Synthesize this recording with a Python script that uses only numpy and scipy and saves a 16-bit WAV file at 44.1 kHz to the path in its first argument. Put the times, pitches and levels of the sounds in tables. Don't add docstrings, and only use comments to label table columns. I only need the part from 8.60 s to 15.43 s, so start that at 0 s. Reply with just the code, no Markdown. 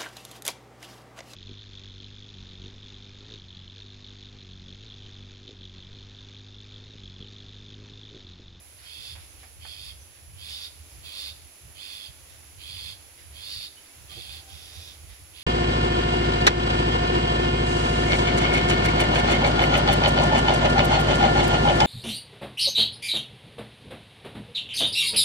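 import sys
import numpy as np
from scipy import signal
from scipy.fft import rfft, irfft, next_fast_len
from scipy.io import wavfile
from scipy.ndimage import uniform_filter1d

SR = 44100
rng = np.random.default_rng(int(sys.argv[2]) if len(sys.argv) > 2 else 0)


def store_wav(level_fs):
    pcm = np.round(np.clip(np.atleast_2d(level_fs), -1, 1) * 32767)
    wavfile.write(sys.argv[1], SR, pcm.T.astype(np.int16))


N = 301203
TIME_S = np.arange(N) / SR


def gain_of(db):
    return 10 ** (np.asarray(db) / 20)


def unit_rms(x):
    return x / np.sqrt(np.mean(x ** 2) + 1e-20)


def lookup(table, hz):
    table_hz, value = np.transpose(table)
    return np.interp(np.log(hz + 1), np.log(table_hz + 1), value)


def add(mix, start_s, sound):
    part = mix[max(round(start_s * SR), 0):][:len(sound)]
    part += sound[:len(part)]


def colour(x, spectrum):
    size = next_fast_len(x.shape[-1] + 2048)
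    gain = gain_of(lookup(spectrum, np.fft.rfftfreq(size, 1 / SR)))
    return irfft(rfft(x, size) * gain, size)[..., :x.shape[-1]]


def delayed(x, ms):
    size = next_fast_len(N + SR // 10)
    khz = np.fft.rfftfreq(size, 1000 / SR)
    return irfft(rfft(x, size) * np.exp(-2j * np.pi * khz * ms), size)[:N]


def wander(size, rate_hz):
    steps = np.arange(size)
    return unit_rms(np.interp(steps * rate_hz / SR, steps, rng.standard_normal(size)))


def resonate(x, hz, width_hz):
    turn = np.exp(2j * np.pi * np.cumsum(hz) / SR)
    pole = np.exp(-np.pi * width_hz / SR)
    for _ in range(2):
        x = 2 * (turn * signal.lfilter([1 - pole], [1, -pole], x / turn + 1e-18)).real
    return x


def panned(x, left_db):
    return x * gain_of([[left_db / 2], [-left_db / 2]])


# frequency in Hz, left-right correlation.
PORT_CORRELATION = [(60,0.6),(300,0.52),(700,0.505),(1500,0.178),(3000,0.01),(15000,0.16)]

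def diffuse(spectrum):
    size = next_fast_len(N)
    hz = np.fft.rfftfreq(size, 1 / SR)
    left, independent = rfft(rng.standard_normal((2, size)))
    correlation = lookup(PORT_CORRELATION, hz)
    right = correlation * left + np.sqrt(1 - correlation ** 2) * independent
    return unit_rms(irfft(np.array([left, right]) * gain_of(lookup(spectrum, hz)))[:, :N])


# frequency in Hz, T60 in seconds before t60_scale.
GROVE_DECAY = [(300,0.68),(2000,0.622),(5000,0.82),(12000,0.044)]

def grove(x, t60_scale, taps_per_s=3000):
    taps = rng.standard_normal((2, SR)) * (rng.random((2, SR)) < taps_per_s / SR)
    hz, t, bands = signal.stft(taps, SR, nperseg=256)
    t60_s = t60_scale * lookup(GROVE_DECAY, hz)[:, None]
    _, tail = signal.istft(bands * gain_of(-60 * t / t60_s), SR, nperseg=256)
    tail /= np.linalg.norm(tail, axis=1, keepdims=True)
    return signal.fftconvolve(x[None], tail, axes=1)[:, :N]


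# frequency in Hz, relative level in dB.
HUSH_SPECTRUM = [(30,-3.5),(150,-6.5),(300,6),(420,2.5),(600,3.5),(1100,-0.5),(1700,0.5),(2500,3.5),(4000,0),(6500,1.5),(7400,1),(8200,-4),(9000,-6),(12500,-4.5),(15500,-8)]
# time in seconds, gain in dB.
HUSH_GAIN = [(0,-1.5),(.9,-1.5),(1.6,-1.5),(2.3,-0.5),(2.9,-0.5),(3.7,-0.1),(4.5,-0.5),(5.3,-0.1),(6.1,2),(6.83,-1.38)]
# frequency in Hz, left minus right in dB.
HUSH_PAN = [(60, 20), (110, -1), (200, -1), (380, -5), (700, -1), (1290, -3.0), (2380, -6.5), (4400, -3),
            (8120, -3.5), (15000, 3.5)]

def hush(level_db=-53):
    swell_db = np.interp(TIME_S, *np.transpose(HUSH_GAIN)) + 0.53 * wander(N, 6.4)
    left, right = diffuse(HUSH_SPECTRUM) * gain_of(swell_db)
    half_pan = np.array(HUSH_PAN) * [1, .5]
    return gain_of(level_db) * np.array([colour(left, half_pan), colour(right, half_pan * [1, -1])])


# frequency in Hz, relative level in dB.
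EDDY_SPECTRUM = [(20,-48),(35,-22),(52,-5.5),(72,6.5),(92,-1.5),(120,-8),(160,-17),(230,-33.5),(500,-52)]
# time in seconds, level in dB.
BREEZE_LEVEL = [(0,-58),(0.6,-56),(1.3,-50.5),(1.54,-58),(1.75,-54.5),(2.55,-54.5),(2.86,-52.5),(2.97,-72),(3.17,-52),(3.42,-64),(3.6,-55.5),(4.25,-50.5),(4.5,-58),(5.03,-56.5),(5.17,-64),(5.32,-67),(5.45,-53.5),(6.83,-54.5)]
# centre in seconds, length in seconds, peak level in dB.
WIND_GUSTS = [(0.4,.06,-48),(0.565,0.23,-45.5),(1.005,.12,-49),(1.288,0.071,-55),(1.753,0.36,-48.5),(1.911,0.067,-49),(2.21,0.055,-49),(2.376,0.123,-47),(2.455,.06,-45.5),(3.068,0.14,-48),(3.503,0.044,-46),(3.984,0.076,-50),(4.16,0.12,-50),(4.287,0.086,-49),(4.724,0.19,-48.5),(4.968,0.074,-46),(5.42,0.15,-50),(5.737,0.13,-46.5),(5.946,.11,-46),(6.193,0.1,-43),(6.431,0.097,-47),(6.512,.1,-45),(6.627,.08,-48)]

def wind(steadiness=0.7, lump_db=2.0, lumps_per_s=14):
    eddies = diffuse(EDDY_SPECTRUM)
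    eddy_power = uniform_filter1d((eddies ** 2).mean(0), size=3000)
    eddies = unit_rms(eddies / eddy_power ** (steadiness / 2))
    breeze_db = np.interp(TIME_S, *np.transpose(BREEZE_LEVEL)) + lump_db * wander(N, lumps_per_s)
    power = gain_of(breeze_db) ** 2
    for centre_s, length_s, db in WIND_GUSTS:
        add(power, centre_s - length_s / 2, gain_of(db) ** 2 * np.hanning(int(length_s * SR)))
    return panned(eddies, left_db=-2.5) * np.sqrt(power)


# frequency in Hz, relative level in dB.
CHORUS_SPECTRUM = [(8800,-35.5),(9700,-17.5),(10300,-10),(10750,-4),(11050,-4.5),(11400,-14),(11900,-26),(12800,-60)]

def insect(strokes_per_s=130.5, top_hz=11250, drop_hz=950, near_db=-63.5, chorus_db=-55.0):
    stroke = np.cumsum(strokes_per_s * (1 + 0.0028 * wander(N, 6.8))) / SR % 1
    near = resonate(rng.standard_normal(N), top_hz - drop_hz * stroke, width_hz=420)
    near *= np.sin(np.pi * stroke)
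    near = unit_rms(np.array([near, delayed(near, ms=0.061)]))
    buzz = gain_of(near_db) * near + gain_of(chorus_db) * diffuse(CHORUS_SPECTRUM)
    return panned(buzz * gain_of(.5 * wander(N, 11)), left_db=-5.5)


# start in seconds, level in dB before panning, T60 in seconds.
TWIG_TICKS = [(.554,-50,0.1),(.58,-56.5,0.092),(.83,-53.5,0.105),(1.05,-49.5,0.081),(3.1,-60,0.075),(3.83,-57,0.062)]
# start in seconds, length in seconds, level in dB before panning.
DULL_BUMPS = [(5.483,0.0793,-60.5),(5.548,0.057,-55),(6.171,0.082,-71)]
# frequency in Hz, relative level in dB.
TICK_SPECTRUM = [(150,1.5),(400,-4.5),(650,9),(1000,3),(1400,5.5),(2300,3),(4000,-15),(9000,-66)]
BUMP_SPECTRUM = [(70,-15),(120,-2),(155,4),(220,-18),(330,-13),(600,-10),(1000,-23),(3000,-32)]

def twigs(echo_db=-6):
    out, t = np.zeros(N), np.arange(SR // 4) / SR
    for start_s, db, t60_s in TWIG_TICKS:
        noise = colour(rng.standard_normal(len(t)), TICK_SPECTRUM)
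        add(out, start_s, gain_of(db - 60 * t / t60_s) * unit_rms(noise))
    for start_s, length_s, db in DULL_BUMPS:
        noise = colour(rng.standard_normal(int(length_s * SR)), BUMP_SPECTRUM)
        add(out, start_s, gain_of(db) * unit_rms(np.hanning(len(noise)) * noise))
    return panned(out + gain_of(echo_db) * grove(out, t60_scale=0.25), left_db=-14.5)


def far_cry(start_s=5.45, length_s=0.84, level_db=-67, start_hz=742, top_hz=790, top_s=0.42):
    out, t = np.zeros(N), np.arange(0, length_s, 1 / SR)
    hz = top_hz - (top_hz - start_hz) * (t / top_s - 1) ** 2
    phase = 2 * np.pi * np.cumsum(hz * (1 + 0.0224 * wander(len(t), 90))) / SR
    tone = np.sin(phase) + gain_of(-7) * np.sin(2 * phase) + gain_of(-13) * np.sin(3 * phase)
    broken = unit_rms(tone * gain_of(3 * wander(len(t), 18.3)))
    add(out, start_s, gain_of(level_db) * broken * signal.windows.tukey(len(t), .4))
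    return panned(grove(out, t60_scale=0.13), left_db=-2.1)


# start in seconds, length in seconds, relative level in dB.
FAR_RASPS = [(0.148,0.15,-57),(0.555,0.1,-57.5),(.76,0.112,-60),(1.523,0.077,-62),(3.675,0.071,-59.5),(3.809,0.11,-71),(4.557,0.078,-59.5),(5.13,0.192,-65.5),(6.461,0.12,-57.5)]
# frequency in Hz, relative level in dB.
FAR_RASP_SPECTRUM = [(900,-13),(1800,11),(2600,7.5),(3800,7.5),(5500,5.5),(8000,-40)]
# start in seconds, length in seconds, start pitch in Hz, end pitch in Hz, relative level in dB.
FAR_CHIRPS = [(0.677,0.045,6300,6150,-66),(1.382,0.046,6100,6050,-63),(2.3,0.0184,5800,4400,-64.5),(2.35,.025,5800,4370,-75.5),(2.376,0.0255,5700,4430,-75),(5.16,0.022,3050,2980,-57.5),(5.494,0.022,1190,1200,-61)]

def far_birds(puffs_per_s=100, hoarseness=0.025):
    out = np.zeros(N)
    for start_s, length_s, db in FAR_RASPS:
        t = np.arange(0, length_s, 1 / SR)
        puffs = np.exp(-(t * puffs_per_s % 1) / 0.115) * rng.standard_normal(len(t))
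        call = unit_rms(colour(puffs, FAR_RASP_SPECTRUM))
        add(out, start_s, gain_of(db) * call * signal.windows.tukey(len(t), .6))
    for start_s, length_s, start_hz, end_hz, db in FAR_CHIRPS:
        hz = np.linspace(start_hz, end_hz, int(length_s * SR))
        hz *= 1 + hoarseness * wander(len(hz), 890)
        tone = np.sin(2 * np.pi * np.cumsum(hz) / SR)
        add(out, start_s, gain_of(db) * unit_rms(tone * signal.windows.tukey(len(hz), .5)))
    return panned(grove(out, t60_scale=0.32), left_db=-4.5)


def syrinx(size, snaps_per_s, jitter=.035, snap_decay_cycles=0.0215, puff_gain=0.86):
    cycle = np.cumsum(snaps_per_s * (1 + jitter * wander(size, 150))) / SR % 1
    flow = np.exp(-cycle / snap_decay_cycles) + puff_gain * np.exp(-cycle)
    return flow * gain_of(-0.18 * wander(size, 202.3))


# frequency in Hz, gain in dB.
BREATH_SPECTRUM = [(500,-26),(1200,-26),(1700,-15.5),(2050,-16),(2400,-16.5),(3900,-19),(5200,-16.5),(5900,-22.5),(7400,-18.5),(9000,-17),(11000,-19.5),(13500,-27),(15500,-22)]
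# frequency in Hz, width in Hz, gain in dB, how far it follows the beak from 0 to 1.
THROAT_MODES = [(2735,700,-6.5,1),(3490,500,2,1.),(4380,560,-3.5,0.48),(4774,574,-5.5,0.4),(5190,470,-10.5,0.58)]

def rasp(length_s, full_db, swell_s, early_hz, full_hz, snaps_per_s, stretch, upper_db, broadening):
    attack_s, release_s, louder_db_per_hz = 0.044, 0.056, 0.0233
    sag_hz_per_s, quiver_hz, scoop_hz, scoop_s = 200, 35.3, 280, 0.052
    t = np.arange(0, length_s, 1 / SR)
    effort = np.sin(np.pi / 2 * np.minimum(t / swell_s, 1)) ** 2
    main_hz = early_hz + (full_hz - early_hz) * effort - sag_hz_per_s * np.maximum(t - swell_s, 0)
    main_hz += quiver_hz * wander(len(t), 24.2)
    level_db = full_db + louder_db_per_hz * (main_hz - full_hz)
    fade = np.minimum(t / attack_s, 1) * np.minimum((length_s - t) / release_s, 1)
    opening = (main_hz - scoop_hz * np.exp(-t / scoop_s)) / THROAT_MODES[1][0]
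    bright_db = upper_db + 25 * (opening - 1)
    flow = syrinx(len(t), snaps_per_s)
    sound = colour(flow * rng.standard_normal(len(t)), BREATH_SPECTRUM)
    for mode, (hz, width_hz, db, follow) in enumerate(THROAT_MODES):
        is_upper = mode > 1
        centre_hz = hz * opening ** follow * stretch ** is_upper
        ring = resonate(flow * rng.standard_normal(len(t)), centre_hz, broadening * width_hz)
        sound += gain_of(db + is_upper * bright_db) * ring
    sound /= np.sqrt(uniform_filter1d(sound ** 2, size=880) + 1e-12)
    return fade * gain_of(level_db) * unit_rms(sound)


# start in seconds, length in seconds, relative level at full effort in dB, time to full effort
# in seconds, nominal main resonance early and at full effort in Hz, snaps a second, upper-mode
# frequency factor, upper-mode gain in dB, left gain in dB, mode width factor.
SHRIKE_CALLS = [ (0.223, 0.36, -48, 0.18, 3260, 3460, 110, 1.01, 1, -4, 1.1),
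                (0.991, 0.36, -48.5, 0.26, 3340, 3420, 100, 1.02, 2, -5, 0.976),
                (1.755, 0.35, -43.5, 0.18, 3250, 3670, 100, 1.01, 0, -2.5, 1.2),
                (2.42, 0.32, -43, 0.22, 3360, 3600, 99.3, 0.96, 2, -2.5, 1.06),
                (3.14, 0.37, -46.5, 0.2, 3310, 3420, 99.8, 0.99, 1.5, -4.5, 0.96),
                (3.973, 0.39, -45, 0.33, 3250, 3420, 97, 0.975, 2.5, -4, 1),
                (4.719, 0.38, -42, 0.21, 3280, 3710, 104.3, 0.967, 2, -3.5, 1.03),
                (5.474, 0.35, -47, 0.3, 3340, 3430, 96, 0.97, 2, -3.5, 1.1),
                (5.867, 0.5, -51.5, 0.45, 3580, 3684, 95.5, 1.1, -1, -1.5, 1.76),
                (6.725, 0.38, -46.5, 0.19, 3300, 3508, 84, 0.93, 0, -3, 2.2), ]
# frequency in Hz, gain in dB.
LEFT_RESPONSE = [(1500,1),(2200,-6.5),(2800,-11.5),(3300,-3.5),(3800,-6.5),(4500,-2),(5500,-5),(7000,1.5),(10500,-3),(12500,6),(15500,1.5)]

def shrike(ground_ms=9.4, ground_db=-12, leaves_db=-5.0, deep_db=-14, gain_db=5.5):
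    at_left, at_right = np.zeros((2, N))
    for start_s, *manner, left_db, broadening in SHRIKE_CALLS:
        call = rasp(*manner, broadening)
        add(at_left, start_s, gain_of(left_db) * call)
        add(at_right, start_s, call)
    direct = np.array([at_left, delayed(at_right, ms=0.18)])
    ground = gain_of(ground_db) * np.array([delayed(port, ground_ms) for port in direct])
    leaves = gain_of(leaves_db) * grove(at_right, t60_scale=0.11)
    deep = gain_of(deep_db) * grove(at_right, t60_scale=0.86)
    left, right = direct + ground + leaves + deep
    return gain_of(gain_db) * np.array([colour(left, LEFT_RESPONSE), right])


def scene():
    return shrike() + far_birds() + far_cry() + twigs() + insect() + hush() + wind()


# frequency in Hz, gain in dB.
PORT_NOTCH = [(7600,0),(8000,-3.5),(8250,-3.5),(8650,0)]

def record(dry):
    cutoff_hz = 15800
    lowpass = signal.firwin(511, cutoff_hz, window=("kaiser", 9), fs=SR)
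    return signal.oaconvolve(colour(dry, PORT_NOTCH), lowpass[None], "same")


dry = scene()
out = record(dry)
store_wav(out)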